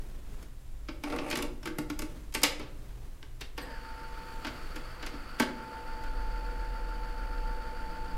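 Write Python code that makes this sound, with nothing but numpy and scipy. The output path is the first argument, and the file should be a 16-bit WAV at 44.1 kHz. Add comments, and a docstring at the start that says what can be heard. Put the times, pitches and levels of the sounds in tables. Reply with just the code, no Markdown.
"""Disk loaded into a rack drive.

A small plastic disk slides in and is nudged home; the lid snaps shut. Each hit rings the steel case.
A key clicks; the belt-driven motor starts with a squeak and whirs on, with ticks and one heavy clack.
A sleeve rustles. Quiet, dry room with a low rumble; one microphone, gain control."""
import sys
import numpy as np
from scipy import signal
from scipy.fft import rfft, irfft
from scipy.io import wavfile

SR = 44100
rng = np.random.default_rng(int(sys.argv[2]) if len(sys.argv) > 2 else 0)


def wrap_up_sound(samples):
    """Save the sound to the file named by the first command line argument, as 16-bit audio."""
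    columns = np.atleast_2d(samples).T
    # keep every value between -1 and 1, then stretch to whole-number steps
    tamed = np.clip(columns, -1, 1)
    steps = np.round(tamed * 32767).astype(np.int16)
    wavfile.write(sys.argv[1], SR, steps)


N = 360297
T = np.arange(N) / SR

# Hit tables: weight adds low thud, edge adds top snap, both re level.
# disk knocks into the slot, nudged home: t/s, level/dB, weight/dB, edge/dB, part f/Hz, thud f/Hz
DISK_HITS = [ (0.426, -60.5, 0, 0.5, 1490, 303), (0.885, -45, 4.5, -23, 2370, 324),
             (1.036, -41.5, 4, -10.5, 2410, 295.6), (1.099, -47.5, 3, -12, 2040, 474),
             (1.123, -47, 11.5, -12, 1360, 462), (1.161, -48.5, 11.5, -6, 2100, 346),
             (1.185, -40.5, 0.5, -24, 2650, 320.5), (1.300, -54, -3, 9, 4370, 243),
             (1.310, -36, -13, -11, 2370, 370), (1.326, -37.5, 2, -20, 2610, 355),
             (1.354, -37.5, -16, -7, 2890, 336), (1.371, -42.5, 4.5, -0.5, 3400, 269),
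             (1.387, -43.5, 5.5, -7, 2310, 362), (1.423, -40, -1.5, -4, 2710, 302),
             (1.629, -53.5, 4, -6, 5430, 302), (1.655, -42.5, 3, -7.5, 1316, 324),
             (1.672, -43.5, 6, -11, 1597, 309), (1.784, -42.5, 8.5, -2.5, 2080, 307),
             (1.899, -44, 6.5, -6, 2340, 296), (1.990, -45, 0.5, 2.5, 2090, 302.3),
             (2.019, -46, 5, -2.5, 2690, 315)]
# lid meets latch, shuts, settles: t/s, level/dB, weight/dB, edge/dB, part f/Hz, rattle t60/s
LATCH_HITS = [ (2.323, -56.5, -9, -4, 3180, 0.056), (2.339, -45.5, -13, 1, 3090, .07),
              (2.347, -33.5, -9.5, -4, 2740, .045), (2.356, -43.5, 1, -20, 1480, 0.072),
              (2.416, -46.5, -1, -3, 4700, 0.069), (2.432, -22, -11, -2, 5030, .12),
              (2.594, -48, 5.5, -10, 2360, 0.3)]
# key pressed, then released: t/s, level/dB, weight/dB, edge/dB, part f/Hz, rattle t60/s
KEY_HITS = [(3.228, -52, -7, -16, 1640, 0.018), (3.408, -42.5, -9.5, -9, 3770, 0.077)]
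# mechanism engages, shifts: t/s, level/dB, weight/dB, edge/dB, part f/Hz, thud f/Hz
MECHANISM_HITS = [ (3.577, -42, -3.5, -11, 2760, 480), (4.446, -41, -3, -17, 1980, 317),
                  (4.467, -42.5, -0.5, -14, 1740, 252), (4.758, -47.5, 1.5, -7, 1780, 309),
                  (5.025, -44.5, -2.5, -15, 1730, 320), (5.062, -43, -14, -8, 2220, 300),
                  (5.137, -57, 12.5, -18, 1313, 290), (5.397, -30.5, 4.5, -7, 1600, 236),
                  (5.418, -35.5, -7, -15, 1680, 232), (6.035, -57, 2, -6, 1400, 257.8)]
# modes of steel case and lid, unmuted: f/Hz, energy/dB, t60/s
CASE_MODES = [(154.4, -27.5, 1.3), (240.5, -18, 0.37), (300, -9.5, 0.12), (359, -17.5, 0.2),
              (481.3, -21.5, 0.3), (600, -19, 0.27), (886.4, -12, 0.11), (1123, -18.5, 0.11),
              (1580, -36, 0.22), (1656, -51, 0.19), (2066, -11.5, 0.14), (2251, -9, 0.12),
              (2534, -18, 0.048), (2970, -48, 0.2), (4430, -32, 0.12), (4700, -23, .15), (4980, -18, 0.13),
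              (4880, -17.5, 0.052), (7070, -24, .2), (7370, -23, 0.21)]
# edges of the thud, knock, clack and snap bands: f/Hz
HIT_BANDS_HZ = [130, 400, 1500, 6000, 16000]
# motor spins up, runs, drags the mechanism, runs free:
# start t/s, whine f/Hz, whine level/dB, flutter/dB, drone level/dB, whir level/dB, belt f/Hz
MOTOR_STAGES = [ (3.579, 902, -55.5, 5, -49.5, -49.5, 1730), (3.74, 893.6, -52.5, 4, -57, -50, 1344),
                (4.45, 885, -62.5, 5.5, -55, -49, 1345), (5.47, 884.3, -46.5, 2.2, -51, -50, 1413)]
# gear and belt tones at nominal speed: f/Hz, level/dB re whine
GEAR_TONES = [(479, -9.5), (549, -20), (732, -31), (770, -34), (1287, -28), (1367, -11), (1421, -17.5),
              (1453, -20), (1658, -22), (1764, -19.5)]
# disk in its guides: t/s, rub level/dB, scratch level/dB
SLIDE_LEVELS = [(1.04, -53, -52), (1.07, -40, -48), (1.11, -44, -53), (1.135, -33, -48), (1.19, -45, -59),
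                (1.26, -40.5, -48), (1.32, -44.5, -44), (1.42, -44, -54), (1.49, -60, -80)]
# arm moves: middle t/s, length/s, level/dB
SLEEVE_MOVES = [(0.03, 0.67, -52.5), (.38, 0.28, -52), (1.3, 2.1, -62), (2.173, 0.38, -52.5),
                (2.9, 0.81, -54.5), (4.5, 1.18, -51)]
# noise shapes: f/Hz, relative density/dB
RATTLE_SPECTRUM = [(100, 1.5), (300, -28), (420, -5), (1000, -6), (2800, 0.5), (5000, -6.5), (7000, -14),
                   (10000, -16), (13000, -17.5), (16000, -29)]
DRONE_SPECTRUM = [(60, -16), (110, -9.5), (250, 2), (330, 0), (400, -5), (450, -6), (495, 6.5), (530, -3),
                  (800, -6), (1100, -10.5), (2000, -43)]
WHIR_SPECTRUM = [(500, -9), (1000, -7), (1300, -1.5), (1700, -3), (2100, -6.5), (2900, -10), (3800, -18),
                 (5200, -30), (6000, -25), (10500, -29), (15000, -42)]
BEARING_SPECTRUM = [(3000, -19), (4000, -17), (4400, -0.5), (4580, -3), (4800, -7), (5200, -7.5),
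                    (6000, -24)]
RUB_SPECTRUM = [(88, -41), (150, -31), (208, -11), (295, 6), (409, -9), (463, 3), (634, -7), (867, -3),
                (959, -16), (1190, -4), (1470, -19), (2710, -17), (3000, -37), (3900, -57), (6600, -120)]
SCRATCH_SPECTRUM = [(710, -33), (1200, 8), (1320, -11), (2710, 2), (3180, -12), (7570, -19), (9010, -13),
                    (12900, -24), (16000, -36)]
CLOTH_SPECTRUM = [(60, 4.5), (150, 2), (350, -1.5), (700, -11), (2500, -18.5), (5000, -23.5),
                  (12000, -28.5), (16000, -30)]
AIR_SPECTRUM = [(20, -41), (45, -11), (70, -17), (90, -26), (120, -20.5), (146, -27.5), (200, -34.5),
                (286, -32), (469, -39.5), (1500, -45.5), (5000, -52.5), (7500, -53), (13000, -55),
                (16000, -59)]
RUMBLE_SPECTRUM = [(10, -2.5), (22, 10), (35, -5), (50, -6.5), (80, -18), (160, -65)]
# room rumble: t/s, level/dB
RUMBLE_LEVELS = [(0, -38.5), (.6, -40.5), (2, -41.5), (5.3, -40.5), (5.65, -49.5), (6.15, -36),
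                 (6.8, -43.5), (7.5, -36), (8.17, -35)]
# room hums: f/Hz, level/dB
ROOM_HUMS = [(47, -53), (119.9, -65), (7350, -85.5)]
# low gliding tones: start t/s, length/s, f/Hz, glide/(Hz/s), level/dB
LOW_GLIDES = [(6.005, 1.62, 40.42, -3.1, -36), (7.254, .3, 180.4, 17, -57), (7.755, .6, 172.5, 18, -52.5)]
# room decay: f/Hz, t60/s
ROOM_DECAY = [(100, 1), (250, 0.4), (500, 0.69), (1000, 0.46), (4000, 0.35), (8000, 0.32), (16000, 0.16)]


def hit(rattle, level_db, weight_db, edge_db, part_hz, thud_hz, rattle_t60_s, rise_s, knock_db, case_db,
        thud_db=-16, thud_t60_s=0.13, part_db=-12, part_t60_s=0.051, spread=0.031, snap_t60_s=0.045):
    """Contact burst, low thud, three close modes of the struck part and the case, levelled by band."""
    t = T[:SR]
    burst = contact(rattle) * amp(-60 * t / max(rattle_t60_s, .004))
    part = sum(ring(part_hz * (1 + spread * k), part_t60_s, t) for k in (-1, 0, 1)) / np.sqrt(3)
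    thud = ring(thud_hz, thud_t60_s, t)
    sound = burst / np.linalg.norm(burst) + amp(thud_db) * thud + amp(part_db) * part
    t60_scale = amp(min(case_db, 0) / 2)  # a muted case rings shorter
    for hz, db, t60_s in CASE_MODES:
        strike_place_db = 2 * rng.standard_normal()
        sound += amp(case_db + db + strike_place_db) * ring(hz, t60_s * t60_scale, t)
    sound *= 1 - np.exp(-t / rise_s)
    filters = [signal.butter(3, HIT_BANDS_HZ[k:k + 2], "bandpass", fs=SR, output="sos") for k in range(4)]
    bands = [signal.sosfilt(sos, sound) for sos in filters]
    bands[-1] *= amp(-60 * t / snap_t60_s)  # the top dies first
    onset_db = level_db + np.array([weight_db, weight_db / 2 + knock_db, 0, edge_db])  # first 20 ms
    return sum(amp(db) * band / band[:SR // 50].std() for db, band in zip(onset_db, bands))


def contact(rattle):
    """A random second of contact noise."""
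    return rattle[rng.integers(N - SR):][:SR]


def disk_taps(rattle):
    """The disk knocks against the slot."""
    return sum(at(s, hit(rattle, *row, rattle_t60_s=0.047, rise_s=0.0019, knock_db=-1.5, case_db=-4.5,
                         thud_db=-12.5, thud_t60_s=0.27, part_db=-6))
               for s, *row in DISK_HITS)


def lid_snap(rattle):
    """The lid strikes its latch."""
    return sum(at(s, hit(rattle, *row, thud_hz=295.5, rattle_t60_s=t60_s, rise_s=0.0026,
                         knock_db=-0.5, case_db=-4, part_db=-10.5))
               for s, *row, t60_s in LATCH_HITS)


def key_clicks(rattle):
    """A panel key clicks; the case rings faintly."""
    return sum(at(s, hit(rattle, *row, thud_hz=420, rattle_t60_s=t60_s, rise_s=0.065 * t60_s,
                         knock_db=-1.5, case_db=-9))
               for s, *row, t60_s in KEY_HITS)


def mechanism_clacks(rattle):
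    """Drive parts knock as they engage and shift."""
    return sum(at(s, hit(rattle, *row, rattle_t60_s=.07, rise_s=0.0038, knock_db=1.0, case_db=-5.5,
                         thud_db=-12.5, thud_t60_s=0.088, part_db=-11.5))
               for s, *row in MECHANISM_HITS)


def brushes(rattle, lead_s=0.011, re_hit_db=-14.5):
    """Disk, key and drive parts brush just before they hit."""
    swell = np.linspace(0, 1, round(lead_s * SR)) ** .5
    return sum(at(s - lead_s, amp(db + re_hit_db) * swell * contact(rattle)[:len(swell)])
               for s, db, *_ in DISK_HITS + KEY_HITS + MECHANISM_HITS)


def motor(nominal_whine_hz=882, nominal_disk_hz=6.86, wow=0.0035):
    """Whine, gear tones, frame drone and whir; speed and load sway once a disk turn."""
    whine_hz, whine_db, flutter_db, drone_db, whir_db, belt_hz = motor_controls()
    stage_speed = whine_hz / nominal_whine_hz
    disk_rad = angle(nominal_disk_hz * stage_speed)
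    speed = stage_speed * (1 + wow * np.sin(disk_rad) + .001 * drift(40) + .0015 * drift(4))
    tones = tone(nominal_whine_hz * speed, whine_db + flutter_db * np.tanh(drift(25)))
    turn_db = 4 * np.sin(disk_rad) + 1.3 * np.cos(4 * disk_rad)  # one swell, four ripples a turn
    for hz, db in GEAR_TONES:
        swell_db = (hz > nominal_whine_hz) * turn_db + 1.2 * drift(16)
        tones += tone(hz * speed * (1 + .002 * drift(20)), whine_db + db + swell_db)
    whir = amp(whir_db) * belt_and_bearing(disk_rad, speed, belt_hz)
    drone = amp(drone_db) * noise(DRONE_SPECTRUM)
    return (T > MOTOR_STAGES[0][0]) * (tones + drone + whir)


def motor_controls(settle_s=0.0493):
    """Per-sample settings; each stage eases into the next."""
    starts_s, *columns = np.transpose(MOTOR_STAGES)
    stage = np.maximum(np.searchsorted(starts_s, T) - 1, 0)
    pole = np.exp(-1 / (settle_s * SR))
    return [c[0] + signal.lfilter([1 - pole], [1, -pole], c[stage] - c[0]) for c in columns]


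def belt_and_bearing(disk_rad, speed, belt_hz, shaft_hz=54.4, pole_hz=237.8, bearing_hz=4598):
    """Resonant belt and bearing noise, chopped by shaft and poles (rates at speed 1)."""
    sway = .14 * np.sin(disk_rad) + .1 * np.sin(2 * disk_rad + 1) + .13 * np.sin(3 * disk_rad)
    chop = unit(1 + sway + .2 * np.sin(angle(shaft_hz * speed)) + .17 * np.sin(angle(pole_hz * speed)))
    throb = unit(amp(1.5 * np.sin(disk_rad)))
    belt = throb * resonant_noise(belt_hz * (1 - 0.034 * np.cos(disk_rad)), width_hz=270)
    rasp_hz = bearing_hz * (1 + .006 * np.sin(disk_rad)) * (belt_hz / belt_hz[-1]) ** .2
    bearing = unit(resonant_noise(rasp_hz, width_hz=300) + noise(BEARING_SPECTRUM))
    whir = amp(-3) * noise(WHIR_SPECTRUM) + amp(-4.5) * belt
    return whir * (1 + chop) / 2 + amp(-10.5) * bearing * chop


def belt_squeak(start_s=3.602, length_s=0.053, start_hz=4850, fall_hz_per_s=25000, level_db=-55):
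    """The belt slips as it takes up the load: a rough falling chirp."""
    hz = start_hz - fall_hz_per_s * np.clip(T - start_s, 0, length_s)
    phase = angle(hz * (1 + .012 * drift(700)))
    swell = arch(start_s + length_s / 2, length_s) ** 2
    return amp(level_db) * swell * (np.sin(phase) + np.sin(2 * phase) + 0.83 * np.sin(3 * phase))


def disk_slide(catch_db=4.0, catch_hz=500):
    """Plastic catches and slips along the guides."""
    rub_db, scratch_db = curves(SLIDE_LEVELS)
    sliding = (T > SLIDE_LEVELS[0][0]) & (T < SLIDE_LEVELS[-1][0])
    slips = unit(amp(catch_db * drift(catch_hz)))
    friction = amp(rub_db) * noise(RUB_SPECTRUM) + amp(scratch_db) * noise(SCRATCH_SPECTRUM)
    return sliding * slips * friction


def sleeve(grain_db=1.5):
    """Cloth rustles, loudest midway through each arm move."""
    swell = sum(amp(db) * arch(middle_s, length_s) for middle_s, length_s, db in SLEEVE_MOVES)
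    return swell * amp(grain_db * drift(120)) * noise(CLOTH_SPECTRUM)


def reflections(x, build_s=0.0031):
    """Diffuse room tail; each band has its own decay."""
    taps = rng.standard_normal(SR) * (1 - np.exp(-(T[:SR] / build_s) ** 2))
    hz, t, spectra = signal.stft(taps, SR, nperseg=256)
    decay = amp(-60 * t / at_hz(ROOM_DECAY, hz)[:, None])
    tail = signal.istft(spectra * decay, SR, nperseg=256)[1]
    return signal.fftconvolve(x, tail / np.linalg.norm(tail))[:N]


def background(air_db=-52):
    """Room air, wavering hums, rumble and low tones."""
    hums = sum(tone(hz * (1 + 0.0017 * drift(30)), db + 3.1 * drift(7.6)) for hz, db in ROOM_HUMS)
    rumble = amp(curves(RUMBLE_LEVELS)[0]) * noise(RUMBLE_SPECTRUM)
    air = amp(air_db) * noise(AIR_SPECTRUM)
    return air + hums + rumble + sum(low_tone(*row) for row in LOW_GLIDES)


def low_tone(start_s, length_s, hz, glide_hz_per_s, db, fade_s=0.17, waver_db=1.5):
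    """Fades in, glides, fades out."""
    t = np.clip(T - start_s, 0, length_s)
    fade = np.minimum(np.minimum(t, length_s - t) / fade_s, 1)
    return fade * tone(hz + glide_hz_per_s * t, db + waver_db * drift(6))


def amp(db):
    """dB to gain."""
    return 10 ** (np.asarray(db) / 20)


def unit(x):
    """Scale to rms 1."""
    return x / np.sqrt(np.mean(x ** 2) + 1e-20)


def at(start_s, sound):
    """Sound placed on a silent track."""
    track = np.zeros(N)
    span = track[round(start_s * SR):][:len(sound)]
    span += sound[:len(span)]
    return track


def at_hz(table, hz):
    """Table lookup, log frequency."""
    f, value = np.transpose(table)
    return np.interp(np.log(hz + 1), np.log(f + 1), value)


def curves(table):
    """Time table to per-sample columns."""
    s, *columns = np.transpose(table)
    return [np.interp(T, s, c) for c in columns]


def noise(spectrum):
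    """Shaped noise, rms 1."""
    gain = amp(at_hz(spectrum, np.fft.rfftfreq(N, 1 / SR)))
    return unit(irfft(rfft(rng.standard_normal(N)) * gain, N))


def resonant_noise(hz, width_hz):
    """Noise through a moving resonance, rms 1."""
    white = rng.standard_normal(N)
    carrier = np.exp(1j * angle(hz))
    r = np.exp(-np.pi * width_hz / SR)
    return unit((carrier * signal.lfilter([1], [1, -2 * r, r * r], white / carrier)).real)


def drift(rate_hz):
    """Random wander, rms 1."""
    knots_s = np.arange(0, T[-1] + 1, 1 / rate_hz)
    return unit(np.interp(T, knots_s, rng.standard_normal(len(knots_s))))


def angle(hz):
    """Running phase/rad, random start."""
    return 2 * np.pi * (np.cumsum(hz * np.ones(N)) / SR + rng.random())


def tone(hz, rms_db):
    """Sine following pitch and level."""
    return np.sqrt(2) * amp(rms_db) * np.sin(angle(hz))


def ring(hz, t60_s, t):
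    """Decaying mode, energy 1."""
    mode = np.sin(2 * np.pi * (hz * t + rng.random())) * amp(-60 * t / t60_s)
    return mode / np.linalg.norm(mode)


def arch(middle_s, length_s):
    """Half-cosine swell, peak 1."""
    return np.cos(np.pi * np.clip((T - middle_s) / length_s, -.5, .5))


def scene(wet_db=-7):
    """Mono mix on two channels; hits, slide and squeak excite the room."""
    rattle = noise(RATTLE_SPECTRUM)
    hits = disk_taps(rattle) + lid_snap(rattle) + key_clicks(rattle) + mechanism_clacks(rattle)
    events = hits + brushes(rattle) + disk_slide() + belt_squeak()
    mono = events + amp(wet_db) * reflections(events) + sleeve() + motor() + background()
    return np.array([mono, mono])


def record(dry, threshold_db=-28, duck_db_per_db=0.28, recovery_db_per_s=14, cutoff_hz=15900):
    """Gain control ducks after the loudest hits; then a low-pass."""
    power = signal.lfilter([1 / 900], [1, 1 / 900 - 1], dry[0] ** 2)  # 20 ms average
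    level_db = 10 * np.log10(power + 1e-12)
    held_db = np.maximum.accumulate(level_db + recovery_db_per_s * T) - recovery_db_per_s * T
    ducked = dry / amp(duck_db_per_db * np.maximum(held_db - threshold_db, 0))
    lowpass = signal.firwin(511, cutoff_hz, window=("kaiser", 9), fs=SR)
    return signal.oaconvolve(ducked, lowpass[None], "same")


dry = scene()
out = record(dry)
wrap_up_sound(out)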